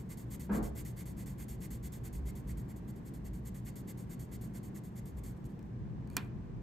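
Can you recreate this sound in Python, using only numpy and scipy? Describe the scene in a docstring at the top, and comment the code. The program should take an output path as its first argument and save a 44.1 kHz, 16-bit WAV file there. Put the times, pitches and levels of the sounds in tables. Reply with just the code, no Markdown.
"""A coloured pencil shades paper on a desk in quick back-and-forth strokes: friction noise in the pencil's and
the desk board's resonances, shaped by stroke speed, close under a two-port phone microphone.
The hand lifts, brushes the sheet (soft friction noise) and drops the pencil, which ticks and clacks (noise
cracks, decaying sines, desk knocks). Ventilation hums (shaped noise and a tone), the arm stirs air at the
ports, and something heavy thumps and drags once far off in the room (resonant noise and a low boom)."""
import sys
import numpy as np
from scipy import signal
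from scipy.fft import rfft, irfft, next_fast_len
from scipy.io import wavfile
from scipy.ndimage import map_coordinates

SR = 44100
rng = np.random.default_rng(int(sys.argv[2]) if len(sys.argv) > 2 else 0)


def bounce(signal):
    """Save signal as a 16-bit WAV file at the path given by the first command-line argument."""
    frames = np.transpose(np.atleast_2d(signal))
    limited = np.clip(frames, -1, 1)
    pcm = np.round(limited * 32767).astype(np.int16)
    wavfile.write(sys.argv[1], SR, pcm)


N = 291942

# pencil grip: time_s, slanted_share (0 to 1)
GRIP_SLANT = [(0, 0.15), (2.3, 0), (3.2, 0.98), (6.62, 1)]


def amp(db):
    """Gain of a level in dB."""
    return 10 ** (np.asarray(db) / 20)


def unit(x):
    """Scale to rms 1."""
    return x / np.sqrt(np.mean(x ** 2) + 1e-20)


def along(points, hz):
    """Interpolate (Hz, value) points on a log frequency axis."""
    point_hz, value = np.transpose(points)
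    return np.interp(np.log(hz + 1), np.log(point_hz + 1), value)


def curves(rows):
    """One value per sample for each column after the time; -120 outside the rows."""
    time_s, *columns = np.transpose(rows)
    return [np.interp(np.arange(N) / SR, time_s, column, -120, -120) for column in columns]


def wobble(rate_hz):
    """Smooth random curve with rate_hz knots a second."""
    knots = rng.standard_normal(int(N * rate_hz / SR) + 4)
    return map_coordinates(knots, [np.arange(N) * rate_hz / SR])


def hump(middle_s, length_s):
    """Smooth rise and fall from 0 to 1 and back."""
    phase = np.clip((np.arange(N) / SR - middle_s) / length_s, -.5, .5)
    return np.cos(np.pi * phase) ** 2


def filtered(x, response):
    """Apply a complex response of frequency."""
    size = next_fast_len(N + SR // 2)
    return irfft(rfft(x, size) * response(np.fft.rfftfreq(size, 1 / SR)), size)[..., :N]


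def noise(spectrum, channels=1):
    """Noise of rms 1, coloured by (Hz, dB per Hz) points."""
    white = rng.standard_normal((channels, N))
    return unit(filtered(white, lambda hz: amp(along(spectrum, hz))))


def ringing(modes):
    """Noise of rms 1 through steep resonances, each applied twice, with dark valleys between."""
    def body(hz):
        return sum(amp(db) * (hz * width) ** 2 / ((center ** 2 - hz ** 2) ** 2 + (hz * width) ** 2)
                   for center, width, db in modes)
    return unit(filtered(rng.standard_normal(N), body))


def room(x):
    """Two-channel room echo: a noise tail in which each frequency dies at its own speed."""
    # frequency_hz, t60_s
    decay = [(200, 0.92), (1400, 0.32), (4000, 0.33), (10000, 0.011)]
    hz, t, grains = signal.stft(rng.standard_normal((2, SR // 2)), SR, nperseg=256)
    fade = amp(-60 * t / along(decay, hz)[:, None])
    tail = signal.istft(grains * fade, SR, nperseg=256)[1]
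    delayed = np.pad(x, (300, 0))[None]  # 300 samples
    return signal.fftconvolve(delayed, tail / np.linalg.norm(tail[0]), axes=1)[:, :N]


def stereo(x, turn):
    """Spread a near source: the channels differ in level and, in the treble, by stepped phase scaled by turn."""
    # phase between the channels, nearly flat steps: frequency_hz, phase_offset_cycles
    phase_steps = [(100, 0), (7900, 0), (9200, .5), (10400, .5), (11600, 1), (13000, 1), (14200, 1.5),
                   (16000, 1.5)]
    # frequency_hz, left_minus_right_db
    tilt = [(100, -10.5), (1800, -1.5), (3000, -3.5), (6400, -4.5), (7500, -2), (16000, 2)]

    def response(hz):
        log_gain = along(tilt, hz) * np.log(10) / 40  # half the difference to each channel
        phase_rad = np.pi * turn * along(phase_steps, hz)
        return np.exp(np.array([[1], [-1]]) * (log_gain + 1j * phase_rad))
    return filtered(x, response)


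def ventilation():
    """A broad drone and a slightly unsteady hum; the bass is alike in both ports."""
    # frequency_hz, level_db_per_hz
    drone_spectrum = [(50, -19.5), (85, -8), (123, 2), (155, -2.5), (195, 0.5), (250, -9.5), (317, -10.5),
                      (600, -26.5), (1080, -30.5), (1300, -37.5), (1670, -35.5), (3000, -47), (6000, -57.5),
                      (9000, -89)]
    # frequency_hz, side_re_mid_db
    stereo_width = [(60, -28), (160, -14), (270, -7), (450, -5.5), (740, 2.5), (1220, 0), (2400, -3.5),
                    (5000, 1)]
    drone_db, hum_hz, hum_db = -45.5, 119.4, -51

    mid, other = noise(drone_spectrum, channels=2) * amp(drone_db + 0.36 * wobble(2.8))
    side = filtered(other, lambda hz: amp(along(stereo_width, hz)))

    hum_phase = 2 * np.pi * hum_hz * np.arange(N) / SR + 0.75 * wobble(9.4)
    hum = amp(hum_db + 1.24 * wobble(18)) * np.sin(hum_phase)
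    return mid + hum + np.array([side, -side])


def rumble_and_boom():
    """Low noise: the duct's rumble, swelling once, lifted earlier into the low boom of the distant thump."""
    # frequency_hz, level_db_per_hz
    low_spectrum = [(20, -30), (35, 3), (55, 15.5), (75, 8.5), (100, -15.5), (150, -71)]
    # thump boom, then duct swell: middle_s, length_s, rise_db
    thump_boom, duct_swell = [(.66, .5, 10), (2.17, .55, 11)]
    rumble_db = -52

    boom_middle_s, boom_length_s, boom_rise_db = thump_boom
    swell_middle_s, swell_length_s, swell_rise_db = duct_swell
    boom_db = boom_rise_db * hump(boom_middle_s, boom_length_s)
    swell_db = swell_rise_db * hump(swell_middle_s, swell_length_s)
    gain = amp(rumble_db + 2.7 * wobble(3.96) + swell_db + boom_db)
    return gain * (noise(low_spectrum) + 0.13 * noise(low_spectrum, channels=2))


def draught():
    """The moving arm pushes air at the ports: low noise, independent at each."""
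    # time_s, level_db
    air_level = [(0, -101), (5.6, -90), (5.85, -44), (6.1, -53), (6.62, -50)]
    # frequency_hz, level_db_per_hz
    puff = [(20, -11.5), (45, 8), (120, 39), (300, 2), (500, -113)]
    return amp(curves(air_level)[0] + 2.9 * wobble(17)) * noise(puff, channels=2)


def scrape():
    """Something heavy lands and judders on the floor: a low body and a rasp dulled by distance."""
    # body resonances: center_hz, width_hz, level_db
    heavy_body = [(63.5, 45, -12), (201, 40, 3), (338, 230, -15)]
    # feet resonances: center_hz, width_hz, level_db
    feet_modes = [(480, 350, 0), (950, 600, 3), (1450, 450, 1), (2300, 800, -10)]
    start_s, length_s, attack_s, release_s = .492, 0.129, 0.0035, 0.0127
    body_db, rasp_db = -34, -53
    fade_db_per_s_khz = 114  # the higher resonances of the rasp fade first

    since_s = np.arange(N) / SR - start_s
    envelope = np.minimum(since_s / attack_s, (length_s - since_s) / release_s + 1)
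    contact = np.clip(envelope, 0, 1) * amp(1.5 * wobble(70.3))
    elapsed_s = np.clip(since_s, 0, length_s)
    feet = sum(amp(db - fade_db_per_s_khz * hz / 1000 * elapsed_s) * ringing([(hz, width_hz, 0)])
               for hz, width_hz, db in feet_modes)
    rasp = filtered(contact * amp(rasp_db) * feet, lambda hz: 1 / (1 + (hz / 2200) ** 4))
    body = contact * amp(body_db) * ringing(heavy_body)
    return body, rasp


def ticks():
    """Each contact cracks, rings the pencil's modes and knocks the desk top."""
    # pencil and nail contacts: start_s, level_db, ring_re_crack_db
    contacts = [(5.4427, -63, -12), (5.592, -59, -10), (5.6277, -66, -12), (6.0745, -66, 0),
                (6.1012, -61, 3), (6.131, -67, 2), (6.1536, -67, -3), (6.1675, -23.5, -5), (6.1787, -52, 2),
                (6.192, -61, 0), (6.247, -66, -3)]
    # pencil modes: frequency_hz, level_db, t60_s
    pencil_modes = [(1080, -9, .035), (1520, -13, .025), (1830, -16, .05), (2410, -7, .05),
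                    (3540, -11, .01), (4480, -3, .016), (6920, -2, .013), (8500, 1, .01), (9700, 2, .01),
                    (11300, 1, .007)]
    # desk top: frequency_hz, level_db_per_hz
    desk_top = [(120, -25), (280, 5), (600, -9), (1050, 0), (2500, -4), (4000, -13), (7000, -28)]
    knock_re_crack_db, knock_t60_s, crack_t60_s = -15, 0.14, 0.014
    # the pencil rolls off the fingers in tiny ticks
    roll_start_s, roll_end_s, roll_count = 6.103, 6.165, 14
    roll_db, roll_ring_db = -74, 4

    out, t = np.zeros(N + SR), np.arange(SR // 4) / SR
    wood = noise(desk_top)[0]
    roll = [(rng.uniform(roll_start_s, roll_end_s), rng.normal(roll_db, 3), roll_ring_db)
            for _ in range(roll_count)]
    for start_s, level_db, ring_db in contacts + roll:
        at = round(start_s * SR)
        ring = sum(amp(mode_db + rng.normal(0, 2) - 60 * t / t60_s) * np.sin(2 * np.pi * hz * t)
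                   for hz, mode_db, t60_s in pencil_modes)
        crack = amp(-60 * t / crack_t60_s) * rng.standard_normal(len(t))
        knock = amp(knock_re_crack_db - 60 * t / knock_t60_s) * np.roll(wood, -at)[:len(t)]
        out[at:][:len(t)] += amp(level_db) * (crack + amp(ring_db) * ring + knock)
    return out[:N]


def lead():
    """Friction hiss in lead, shaft and sheet resonances; the highest follow the grip's slant."""
    # center_hz, width_hz, level_db
    tip = [(3400, 900, -9), (4500, 550, -7.5), (5500, 450, -10), (6500, 450, -4), (7300, 550, -2),
           (8650, 950, 2), (10000, 450, 1.5), (10900, 650, -2), (11750, 350, -3), (12350, 600, -1.5),
           (13500, 550, -4)]
    # highest resonances, upright grip: center_hz, width_hz, level_db
    upright = [(14650, 500, -6), (15350, 750, 3)]
    # highest resonances, slanted grip: center_hz, width_hz, level_db
    slanted = [(14350, 650, -1), (15400, 900, -5)]
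    mix_rad = np.pi / 2 * np.clip(curves(GRIP_SLANT)[0], 0, 1)
    return np.cos(mix_rad) * ringing(tip + upright) + np.sin(mix_rad) * ringing(tip + slanted)


def brush():
    """Skin rubs the sheet faintly, more as the hand slides: noise in the same resonances as the lead."""
    # hand lying on the sheet, then lifted: time_s, level_db
    resting = [(0, -81), (5.4, -83.5), (5.75, -92.5), (6.62, -97)]
    # skin slides: middle_s, length_s, level_db
    skin_slides = [(5.376, .03, -80), (5.461, 0.037, -64.5), (5.503, 0.072, -77.5), (5.655, .14, -88),
                   (6.127, 0.14, -84), (6.217, 0.18, -71.5), (6.416, 0.39, -96)]
    slides = sum(amp(db) * hump(middle_s, length_s) for middle_s, length_s, db in skin_slides)
    return (amp(curves(resting)[0]) + slides) * amp(1.5 * wobble(60)) * lead()


def strokes(margin=0.067, round_=0.76, lean=0.29, slope=0.65):
    """The lead hisses over the paper's tooth with its speed and quietens at each turn."""
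    # alternately pull and push: start_s, end_s, level_db
    stroke_rows = [(-0.04, 0.031, -57), (0.092, 0.144, -52.5), (0.176, 0.246, -57), (0.304, 0.363, -51),
                   (0.4, 0.472, -55), (0.52, 0.59, -50), (0.631, 0.701, -52), (0.753, 0.824, -51),
                   (0.853, 0.925, -53.5), (0.964, 1.032, -53.5), (1.06, 1.132, -56), (1.168, 1.239, -55.5),
                   (1.264, 1.342, -55.5), (1.38, 1.446, -54.5), (1.486, 1.561, -54), (1.606, 1.67, -52.5),
                   (1.709, 1.78, -53.5), (1.829, 1.883, -52), (1.925, 1.991, -54.5), (2.036, 2.087, -53),
                   (2.132, 2.2, -56.5), (2.256, 2.311, -54), (2.356, 2.416, -58), (2.472, 2.531, -55.5),
                   (2.575, 2.627, -59.5), (2.682, 2.728, -60.5), (2.762, 2.8, -62.5), (2.874, 2.915, -61),
                   (2.961, 3.001, -66.5), (3.05, 3.098, -60), (3.139, 3.187, -61), (3.244, 3.289, -58.5),
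                   (3.336, 3.4, -62), (3.451, 3.497, -54.5), (3.547, 3.607, -58.5), (3.65, 3.705, -54.5),
                   (3.76, 3.821, -56), (3.873, 3.924, -52.5), (3.978, 4.047, -59), (4.095, 4.151, -55),
                   (4.197, 4.263, -57.5), (4.314, 4.368, -54.5), (4.415, 4.483, -58.5),
                   (4.538, 4.59, -55.5), (4.634, 4.695, -59.5), (4.746, 4.793, -56), (4.839, 4.898, -61.5),
                   (4.956, 5.003, -56.5), (5.058, 5.116, -60.5), (5.167, 5.2, -61.5), (5.24, 5.327, -57.5)]
    # board under the sheet: center_hz, width_hz, level_db
    desk_board = [(1100, 200, -2), (1590, 380, -4), (2050, 330, 5), (2770, 1200, -8)]
    pull_change_db, pull_desk_db = -3, -12.5  # end minus start, board re hiss
    push_change_db, push_desk_db = 0.22, -9.5
    slant_desk_db = -0.5  # board level change at full slant

    t, hiss, board = np.arange(N) / SR, np.zeros(N), np.zeros(N)
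    for k, (start_s, end_s, level_db) in enumerate(stroke_rows):
        pushed = k % 2
        change_db = push_change_db if pushed else pull_change_db
        desk_db = push_desk_db if pushed else pull_desk_db
        part = slice(max(round((start_s - .03) * SR), 0), round((end_s + .03) * SR))
        progress = (t[part] - start_s) / (end_s - start_s)
        u = np.clip((progress + margin) / (1 + 2 * margin), 0, 1)
        # a pulled stroke bites at once and slows down; a pushed one swells evenly
        arc = np.abs(np.sin(np.pi * u ** np.exp(lean * change_db))) ** round_
        speed = arc * amp(slope * change_db * (u - .5))
        hiss[part] += amp(level_db) * speed
        board[part] += amp(level_db + desk_db) * speed ** 1.18
    tooth = amp(0.49 * wobble(120) + 0.21 * wobble(400))  # uneven paper grain
    board_gain = amp(slant_desk_db * curves(GRIP_SLANT)[0] + 2.1 * wobble(50))
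    return tooth * (hiss * lead() + board * board_gain * ringing(desk_board))


def scene():
    """Near sounds in stereo, the far scrape, room echoes of both, low boom and the moving air."""
    rub = strokes() + brush()
    hits = ticks()
    body, rasp = scrape()
    # the hand shades the treble of the hits' echoes
    dull_hits = amp(-13) * filtered(hits, lambda hz: 1 / (1 + (hz / 3400) ** 4))
    echoes = room(amp(-12.0) * rub + dull_hits + amp(-16) * body + amp(4.5) * rasp)
    near = stereo(rub, turn=1) + stereo(hits, turn=.85)
    air = ventilation() + rumble_and_boom() + draught()
    return near + body + rasp + echoes + air


def record(dry):
    """Each port adds its own hiss; the phone keeps nothing above its band limit."""
    # microphone hiss: frequency_hz, level_db_per_hz
    hiss_spectrum = [(3000, -21), (6000, 12), (9000, 7), (11500, -42), (14500, 8.5), (16000, -19)]
    hiss_db, band_edge_hz = -85.5, 15830
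    hiss = amp(hiss_db) * noise(hiss_spectrum, channels=2)
    return filtered(dry + hiss, lambda hz: np.clip((band_edge_hz - hz) / 250 + .5, 0, 1) ** 2)


dry = scene()
out = record(dry)
bounce(out)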